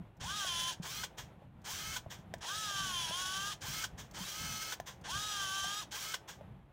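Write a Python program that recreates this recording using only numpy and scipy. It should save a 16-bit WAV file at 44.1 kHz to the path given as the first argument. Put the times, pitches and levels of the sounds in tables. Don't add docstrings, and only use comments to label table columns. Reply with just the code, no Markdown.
import sys
import numpy as np
from scipy import signal
from scipy.fft import rfft, irfft
from scipy.io import wavfile
from scipy.ndimage import uniform_filter1d

SR = 44100
rng = np.random.default_rng(int(sys.argv[2]) if len(sys.argv) > 2 else 0)


def gain_from_db(level_db):
    decades = np.asarray(level_db, float) / 20
    return 10 ** decades


def output_pcm(signal):
    pcm = np.clip(np.atleast_2d(signal).T, -1, 1) * 32767
    wavfile.write(sys.argv[1], SR, np.round(pcm).astype(np.int16))


N = 296352

# (time [s], shaft speed [Hz])
LOADS_OUT = [
    [(0.199, 418), (0.355, 435), (0.4, 375.7), (0.485, 333.4), (0.68, 347), (0.709, 314)],
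    [(2.407, 422), (2.568, 446.5), (2.671, 394.3), (2.814, 385), (2.896, 354), (3.103, 309), (3.104, 370.7),
     (3.269, 375.2), (3.519, 422)],
    [(5.039, 427.4), (5.251, 425.3), (5.37, 390), (5.475, 378.4), (5.53, 394.5), (5.605, 388.6),
     (5.809, 432.3)],
]
# (time [s], shaft speed [Hz])
LOADS_BACK = [
    [(0.797, 391), (1.037, 450)],
    [(1.629, 382.6), (1.793, 432), (1.965, 443.5)],
    [(3.603, 439), (3.843, 442)],
    [(4.133, 399.7), (4.311, 415.8), (4.365, 437), (4.49, 427.4), (4.725, 432.5)],
    [(5.9, 424.9), (6.139, 447.5)],
]
# (sound start [s], switch-off [s], rattle level [dB])
POWER_OUT = [
    (0.195, 0.713, -44.5),
    (2.4, 3.515, -44),
    (5.031, 5.81, -44),
]
# (sound start [s], switch-off [s], rattle level [dB])
POWER_BACK = [
    (0.819, 1.025, -45.5),
    (1.639, 1.958, -46),
    (3.605, 3.834, -45.5),
    (4.132, 4.723, -46.5),
    (5.907, 6.132, -46),
]
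# (multiple of shaft speed [-], level [dB])
ORDERS_OUT = [(1, -31.5), (2, -19), (3, 0), (4, -1), (5, -23), (6, -20.5), (7, -13), (8, -2.5), (9, -8.5),
              (10, -13.5), (11, -33), (12, -12.5), (13, -11.5), (14, -9.5), (15, -12.5), (16, -7.5),
              (17, -13), (18, -15), (19, -9)]
# (multiple of shaft speed [-], level [dB])
ORDERS_BACK = [(1, -9), (2, -7), (3, -5), (4, -17.5), (5, 6.5), (6, 0), (7, 0), (8, -2.5), (9, 1.5),
               (10, 4), (11, -1.5), (12, -1), (13, -1), (14, 5), (15, 0.5), (16, -31), (17, -37),
               (18, -24.5), (19, -0.5)]
# (multiple of shaft speed [-], level [dB])
PINION_OVERTONES = [(27, -13.5), (36, -18)]
# (multiple [-], base level [dB], resonance [Hz], width [Hz], level on it [dB])
MOUNT_OUT = [(2, -69, 790, 45, -61), (3, -47.5, 1200, 55, -44.5), (4, -66, 1550, 180, -46),
             (8, -58, 3130, 150, -46), (9, -58, 3160, 190, -42), (9, -75, 3800, 150, -52),
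             (10, -60, 3370, 180, -43), (12, -62, 5020, 150, -53), (16, -63, 6250, 300, -54),
             (18, -65, 6300, 250, -52), (27, -70, 9500, 1000, -59), (36, -76, 12100, 700, -67)]
# (multiple [-], base level [dB], resonance [Hz], width [Hz], level on it [dB])
MOUNT_BACK = [(3, -54, 1165, 50, -68), (5, -69, 2170, 90, -53), (7, -63, 3020, 120, -57),
              (9, -65, 3150, 200, -54)]
# (frequency [Hz], density [dB per Hz])
GEARS_OUT = [(240, -65), (400, -20), (921, -8.5), (1070, -20), (1230, -18), (1400, -14.5), (1650, -10.5),
             (2150, -14.5), (3070, -1.5), (3870, -6), (4730, -7), (6540, -6), (12300, -27.5), (15000, -15),
             (15800, -24)]
# (frequency [Hz], density [dB per Hz])
GEARS_BACK = [(240, -57), (400, -15.5), (1070, -8), (1230, -5), (1350, -6), (1580, 0.5), (1900, -9.5),
              (2120, -4.5), (2840, -7), (3120, 3), (3640, -6), (6440, -2), (11400, -18.5), (15000, -8),
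              (15800, -13.5)]
# (frequency [Hz], density [dB per Hz])
GEARS_SLACK = [(290, -24), (500, -4), (621, -11), (1000, -1), (1360, -10), (1570, -3.5), (2610, -10),
               (3250, -2.5), (4210, -12), (6510, -6.5), (11600, -29), (13800, -15.5), (16000, -22.5)]
# (frequency [Hz], width [Hz], boost [dB])
SHELL_MODES = [(1585, 202, 19.5), (3260, 26, 18.5), (3365, 22, 15), (3640, 210, 8), (5700, 400, 9),
               (6560, 330, 5), (9780, 640, 16.5)]
# (time [s], rattle level [dB], t60 [s])
NUDGES = [
    (1.168, -40.5, 0.19),
    (2.095, -41, 0.21),
    (3.971, -41, 0.2),
    (4.856, -39.5, 0.19),
    (6.272, -40, 0.19),
]
# (time [s], peak level [dB], t60 [s])
JOLTS = [
    (1.033, -21, 0.069),
    (1.96, -22.5, 0.084),
    (3.837, -21, 0.07),
    (4.72, -21, 0.06),
    (6.138, -19.5, 0.062),
]
# (time [s], peak level [dB], ring [Hz], t60 [s], bright tick level [dB])
CLICKS = [
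    (0.447, -36, 675, 0.03, -51),
    (1.42, -50, 570, 0.036, -69),
    (2.062, -37, 655, 0.026, -75),
    (2.339, -30, 677, 0.023, -34),
    (2.71, -39, 657, 0.019, -70),
    (3.109, -36, 650, 0.045, -54),
    (4.8, -28.5, 703, 0.022, -36),
    (5.643, -38.5, 740, 0.065, -54.5),
    (6.41, -39, 597, 0.03, -60),
]
# (time [s], peak level [dB])
TICKS = [
    (.168, -54),
    (1.6167, -51),
    (2.381, -49),
    (4.111, -42),
    (4.7544, -73),
    (5.012, -47),
]
# (time [s], peak level [dB], ring [Hz], t60 [s])
THUMPS = [(0.003, -36.5, 188, 0.078), (0.214, -38, 90, 0.04), (0.799, -30, 171, 0.07),
          (1.734, -42, 91.5, 0.12), (2.066, -35, 111, 0.052), (2.189, -40.5, 151, 0.11),
          (2.803, -36, 160, 0.04), (3.097, -39, 174, 0.075), (3.684, -38, 145, 0.15),
          (4.206, -38.5, 183.4, 0.15), (4.81, -45, 138.5, 0.074), (5.156, -37.5, 122, 0.091),
          (5.66, -46, 164, 0.11)]
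# (frequency [Hz], density [dB per Hz])
BASS = [(15, -54), (25, -16), (48, -0.5), (146, 1.5), (195, -2.5), (232, -7.5), (400, -25), (520, -54),
        (880, -120)]
# (frequency [Hz], density [dB per Hz])
AIR = [(200, -29.5), (300, -8.5), (450, -12), (800, -10), (1200, -18), (2000, -23), (3500, -29.5),
       (5000, -43), (9000, -45), (12500, -43), (16000, -52)]
# (time [s], half length [s], swell [dB])
GRIP = [(0, 0.14, 7.5), (.13, 0.098, -7), (.25, 0.091, 7), (1.7, 1, 4), (2.9, 0.19, 4), (3.72, 0.18, 8),
        (4.21, 0.058, 6.5), (4.48, 0.15, 9.5), (5.16, 0.21, 5.5), (5.68, 0.032, 1), (6.42, .04, 3)]
# (time [s], half length [s], swell [dB])
REST = [
    (.15, 0.1, -6.5),
    (1.53, 0.12, -7.5),
    (3.9, 0.14, -1),
    (6.68, 0.18, -6),
]

OUT_REF_HZ, BACK_REF_HZ, FREE_HZ = 430, 436, 408
INERTIA_S, COAST_S = 0.045, 0.09
ATTACK_S, HANG_S, RELEASE_DB_PER_S, LET_GO_DB = 0.014, 0.017, 700, -6
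KICK_S, KICK_HALF_S, NUDGE_ATTACK_S = 0.036, 0.028, 0.018
WOBBLE_DB, PATCHY_DB = 0.8, 2
FINE_ORDERS = [(k, -9.5) for k in range(20, 36) if k != 27]
LEVEL_STEP = 32
ROOM_T60_S, ROOM_DB = 0.26, -16
RUMBLE_DB, AIR_DB = -58, -62.5
MIC_TOP_HZ = 15800


def drive(loads, power, orders, ref_hz, mounts, noise, slack, whine_db, speed_share, load_db, kick_db, jitter):
    out, wobble, chatter = np.zeros(N), walk(45, count=9), walk(400, count=8)
    bright = butter(noise, 2, 7500, "high")
    dull = butter(slack, 2, 2400)
    strong = [row[0] for row in mounts]
    for load, (on_s, off_s, rattle_db) in zip(loads, power):
        i = np.arange(int(load[0][0] * SR), int((off_s + 0.1) * SR))
        coarse = i[::LEVEL_STEP]
        t = i / SR
        hz = spin(load, off_s, t)
        turn = 2 * np.pi * np.cumsum(hz * (1 + jitter * wobble[8, i])) / SR
        fade_db = -RELEASE_DB_PER_S * np.maximum(t - off_s - HANG_S, 0)

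        db = rattle_db + fade_db + speed_share * 20 * np.log10(hz / FREE_HZ + 0.059)
        db += load_db * (1 - np.interp(t, *np.transpose(load)) / FREE_HZ)
        x = gain_from_db(db) * (1 + 0.071 * np.cos(turn))
        x *= noise[i] - np.clip((330 - hz) / 200, 0, 0.8) * bright[i]
        x += gain_from_db(kick_db) * np.exp(-((t - on_s - KICK_S) / KICK_HALF_S) ** 2) * dull[i]

        loose_db = uniform_filter1d(abs(np.gradient(hz, 1 / SR)), 400) / 200
        slow_db = np.maximum(280 - hz, 0) / 4
        let_go_db = LET_GO_DB * np.clip((t - off_s) / 0.008, 0, 1)
        for k, order_db in orders[1:]:
            if k in strong:
                level_db = mount_db(mounts, k, hz) + fade_db + let_go_db - slow_db
                level_db -= 1.2 * np.maximum(loose_db - 250 / k ** 2, 0)
                level_db = level_db[::LEVEL_STEP] + 3
            else:
                level_db = (db - loose_db)[::LEVEL_STEP] + whine_db + order_db
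                level_db += shell_db(k * hz[::LEVEL_STEP]) - shell_db(k * ref_hz)
                level_db += PATCHY_DB * wobble[int(3 * k) % 8, (coarse + SR) % N]
            level_db += WOBBLE_DB * wobble[int(k) % 8, coarse]
            gain = np.repeat(gain_from_db(level_db), LEVEL_STEP)[:len(i)]
            gain *= 1 + (0.15 if k in strong else 0.45) * chatter[int(k) % 8, i]
            x += gain * np.sin(k * turn + rng.uniform(0, 2 * np.pi))
        out[i] += x * np.clip((t - on_s) / ATTACK_S, 0, 1)
    return out


def spin(load, off_s, t):
    a = 1 / (INERTIA_S * SR)
    hz = signal.lfilter([a], [1, a - 1], np.interp(t, *np.transpose(load)))
    held = np.minimum.accumulate(np.where(t > off_s, hz, np.inf)).clip(0, hz)
    return held * np.exp(-np.maximum(t - off_s, 0) / COAST_S)


def mount_db(mounts, k, hz):
    total = 0
    for multiple, base_db, peak_hz, width_hz, peak_db in mounts:
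        if multiple == k:
            bell = np.exp(-((k * hz - peak_hz) / width_hz) ** 2)
            total = total + gain_from_db(base_db + (peak_db - base_db) * bell)
    return 20 * np.log10(total)


def shell_db(hz):
    power = 1
    for mode_hz, width_hz, db in SHELL_MODES:
        power = power + (gain_from_db(db) ** 2 - 1) / (1 + (2 * (hz - mode_hz) / width_hz) ** 2)
    return 10 * np.log10(power)


def rattle(gears, grit_db, share, flicker_db, ring_share):
    knocks = (rng.random(N) < share) * gain_from_db(grit_db * np.minimum(rng.exponential(size=N), 3))
    x = rng.standard_normal(N) * (1 + knocks)
    flicker = gain_from_db(flicker_db * walk(60, count=4))
    low, mid = butter(x, 1, 2500), butter(x, 1, 7500)
    x = flicker[0] * (low * flicker[1] + (mid - low) * flicker[2] + (x - mid) * flicker[3])
    return colour(x, lambda hz: at(gears, hz) + ring_share * shell_db(hz), 2500, 8000)


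def jolts(noise):
    out, t = np.zeros(N), seconds(0.1)
    for s, db, t60 in JOLTS:
        burst = noise[int(s * SR) - SR // 2:][:len(t)] * gain_from_db(-60 * t / t60 - 9.5)
        burst *= 1 - np.exp(-(t / 0.0051) ** 2)
        modes = gain_from_db(-10) * ring(1510, 0.039, 0.0014) + gain_from_db(-18) * ring(1000, 0.072, 0.0091)
        add(out, s, gain_from_db(db) * burst)
        add(out, s, gain_from_db(db) * modes)
    return out


def nudges(noise):
    gain, t = np.zeros(N), seconds(0.15)
    for s, db, t60 in NUDGES:
        add(gain, s, gain_from_db(db - 60 * t / t60) * (1 - np.exp(-(t / NUDGE_ATTACK_S) ** 2)))
    return gain * noise


def clicks(noise):
    out, t = np.zeros(N), seconds(0.03)
    for s, db, hz, t60, tick_db in CLICKS:
        knock = ring(hz, t60, 0.0002) + 0.12 * ring(1.45 * hz, 0.081, 0.003)
        add(out, s, gain_from_db(db) * knock)
        tick = noise[int(s * SR):][:len(t)] * gain_from_db(-60 * t / 0.032 - 11)
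        tick += 1.8 * ring(1700, 0.008, 0.0003)[:len(t)]
        add(out, s, gain_from_db(tick_db) * tick)
    thin = butter(noise, 4, 4300, "high")
    for s, db in TICKS:
        envelope = gain_from_db(-60 * t / 0.036) * (1 - np.exp(-t / 0.001))
        add(out, s, gain_from_db(db - 11) * thin[int(s * SR):][:len(t)] * envelope)
    return out


def hands():
    out = np.zeros(N)
    for s, db, hz, t60 in THUMPS:
        add(out, s, gain_from_db(db) * ring(hz, t60, 0.0012))
    return out


def room(x):
    t = seconds(0.8)
    echoes = rng.standard_normal(len(t)) * gain_from_db(-60 * t / ROOM_T60_S) * (t > 0.004)
    echoes = signal.lfilter([1], [1, -0.15], echoes) * (1 + 2 * gain_from_db(-60 * t / 0.22))
    return x + gain_from_db(ROOM_DB) * signal.fftconvolve(x, echoes / np.linalg.norm(echoes))[:N]


def rumble():
    low = colour(rng.standard_normal(N), lambda hz: at(BASS, hz), 40, 300)
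    air = colour(rng.standard_normal(N), lambda hz: at(AIR, hz), 500, 4000)
    low_db = RUMBLE_DB + bells(GRIP) + 2.44 * walk(15)[0]
    air_db = AIR_DB + bells(REST) + walk(22.03)[0]
    return gain_from_db(low_db) * low + gain_from_db(air_db) * air


def ring(hz, t60, soft_s):
    t = seconds(0.15)
    return np.sin(2 * np.pi * hz * t) * gain_from_db(-60 * t / t60) * (1 - np.exp(-t / soft_s))


def walk(rate_hz, count=1):
    k = int(SR / rate_hz)
    held = np.repeat(rng.standard_normal((count, N // k + 1)), k, axis=1)
    return 1.35 * uniform_filter1d(uniform_filter1d(held, k), k)[:, :N]


def bells(rows):
    return sum(db * np.exp(-((np.arange(N) / SR - s) / half_s) ** 2) for s, half_s, db in rows)


def colour(x, db_of, lo_hz, hi_hz):
    hz = np.fft.rfftfreq(len(x), 1 / SR)
    z = rfft(x) * gain_from_db(db_of(hz))
    band = z[(hz > lo_hz) & (hz < hi_hz)]
    return irfft(z, len(x)) * len(x) / np.sqrt(2 * np.sum(abs(band) ** 2))


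def at(table, hz):
    f, db = np.transpose(table)
    return np.interp(np.log(np.maximum(hz, 1)), np.log(f), db)


def butter(x, order, hz, kind="low"):
    return signal.sosfilt(signal.butter(order, hz, kind, fs=SR, output="sos"), x)


def seconds(length_s):
    return np.arange(int(length_s * SR)) / SR


def add(out, s, x):
    i = max(int(s * SR), 0)
    out[i:i + len(x)] += x[:N - i]


def scene():
    pushing = rattle(GEARS_OUT, grit_db=0.5, share=0.018, flicker_db=1.4, ring_share=0.41)
    pulling = rattle(GEARS_BACK, grit_db=-1.5, share=0.017, flicker_db=1.16, ring_share=0.047)
    slack = rattle(GEARS_SLACK, grit_db=2.5, share=0.03, flicker_db=0.7, ring_share=0.15)
    orders_out = ORDERS_OUT + PINION_OVERTONES + [(k, db - 17) for k, db in FINE_ORDERS]
    orders_back = ORDERS_BACK + [(k, db - 3.5) for k, db in FINE_ORDERS]
    extending = drive(LOADS_OUT, POWER_OUT, orders_out, OUT_REF_HZ, MOUNT_OUT, pushing, slack,
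                      whine_db=-1.5, speed_share=0.77, load_db=10, kick_db=-46.5, jitter=0.001)
    returning = drive(LOADS_BACK, POWER_BACK, orders_back, BACK_REF_HZ, MOUNT_BACK, pulling, slack,
                      whine_db=-12.5, speed_share=0.54, load_db=0.5, kick_db=-48, jitter=0.0013)
    stops = jolts(0.76 * pushing + 0.6 * slack) + nudges(slack)
    mono = room(extending + returning + stops + clicks(pulling)) + hands() + rumble()
    return np.array([mono, mono])


def band_limit(x):
    return signal.sosfilt(signal.butter(12, 16400, fs=SR, output="sos"), x)


def record(dry):
    mix = signal.sosfilt(signal.ellip(16, 0.3, 60, MIC_TOP_HZ, fs=SR, output="sos"), dry)
    return band_limit(mix)


dry = scene()
out = record(dry)
output_pcm(out)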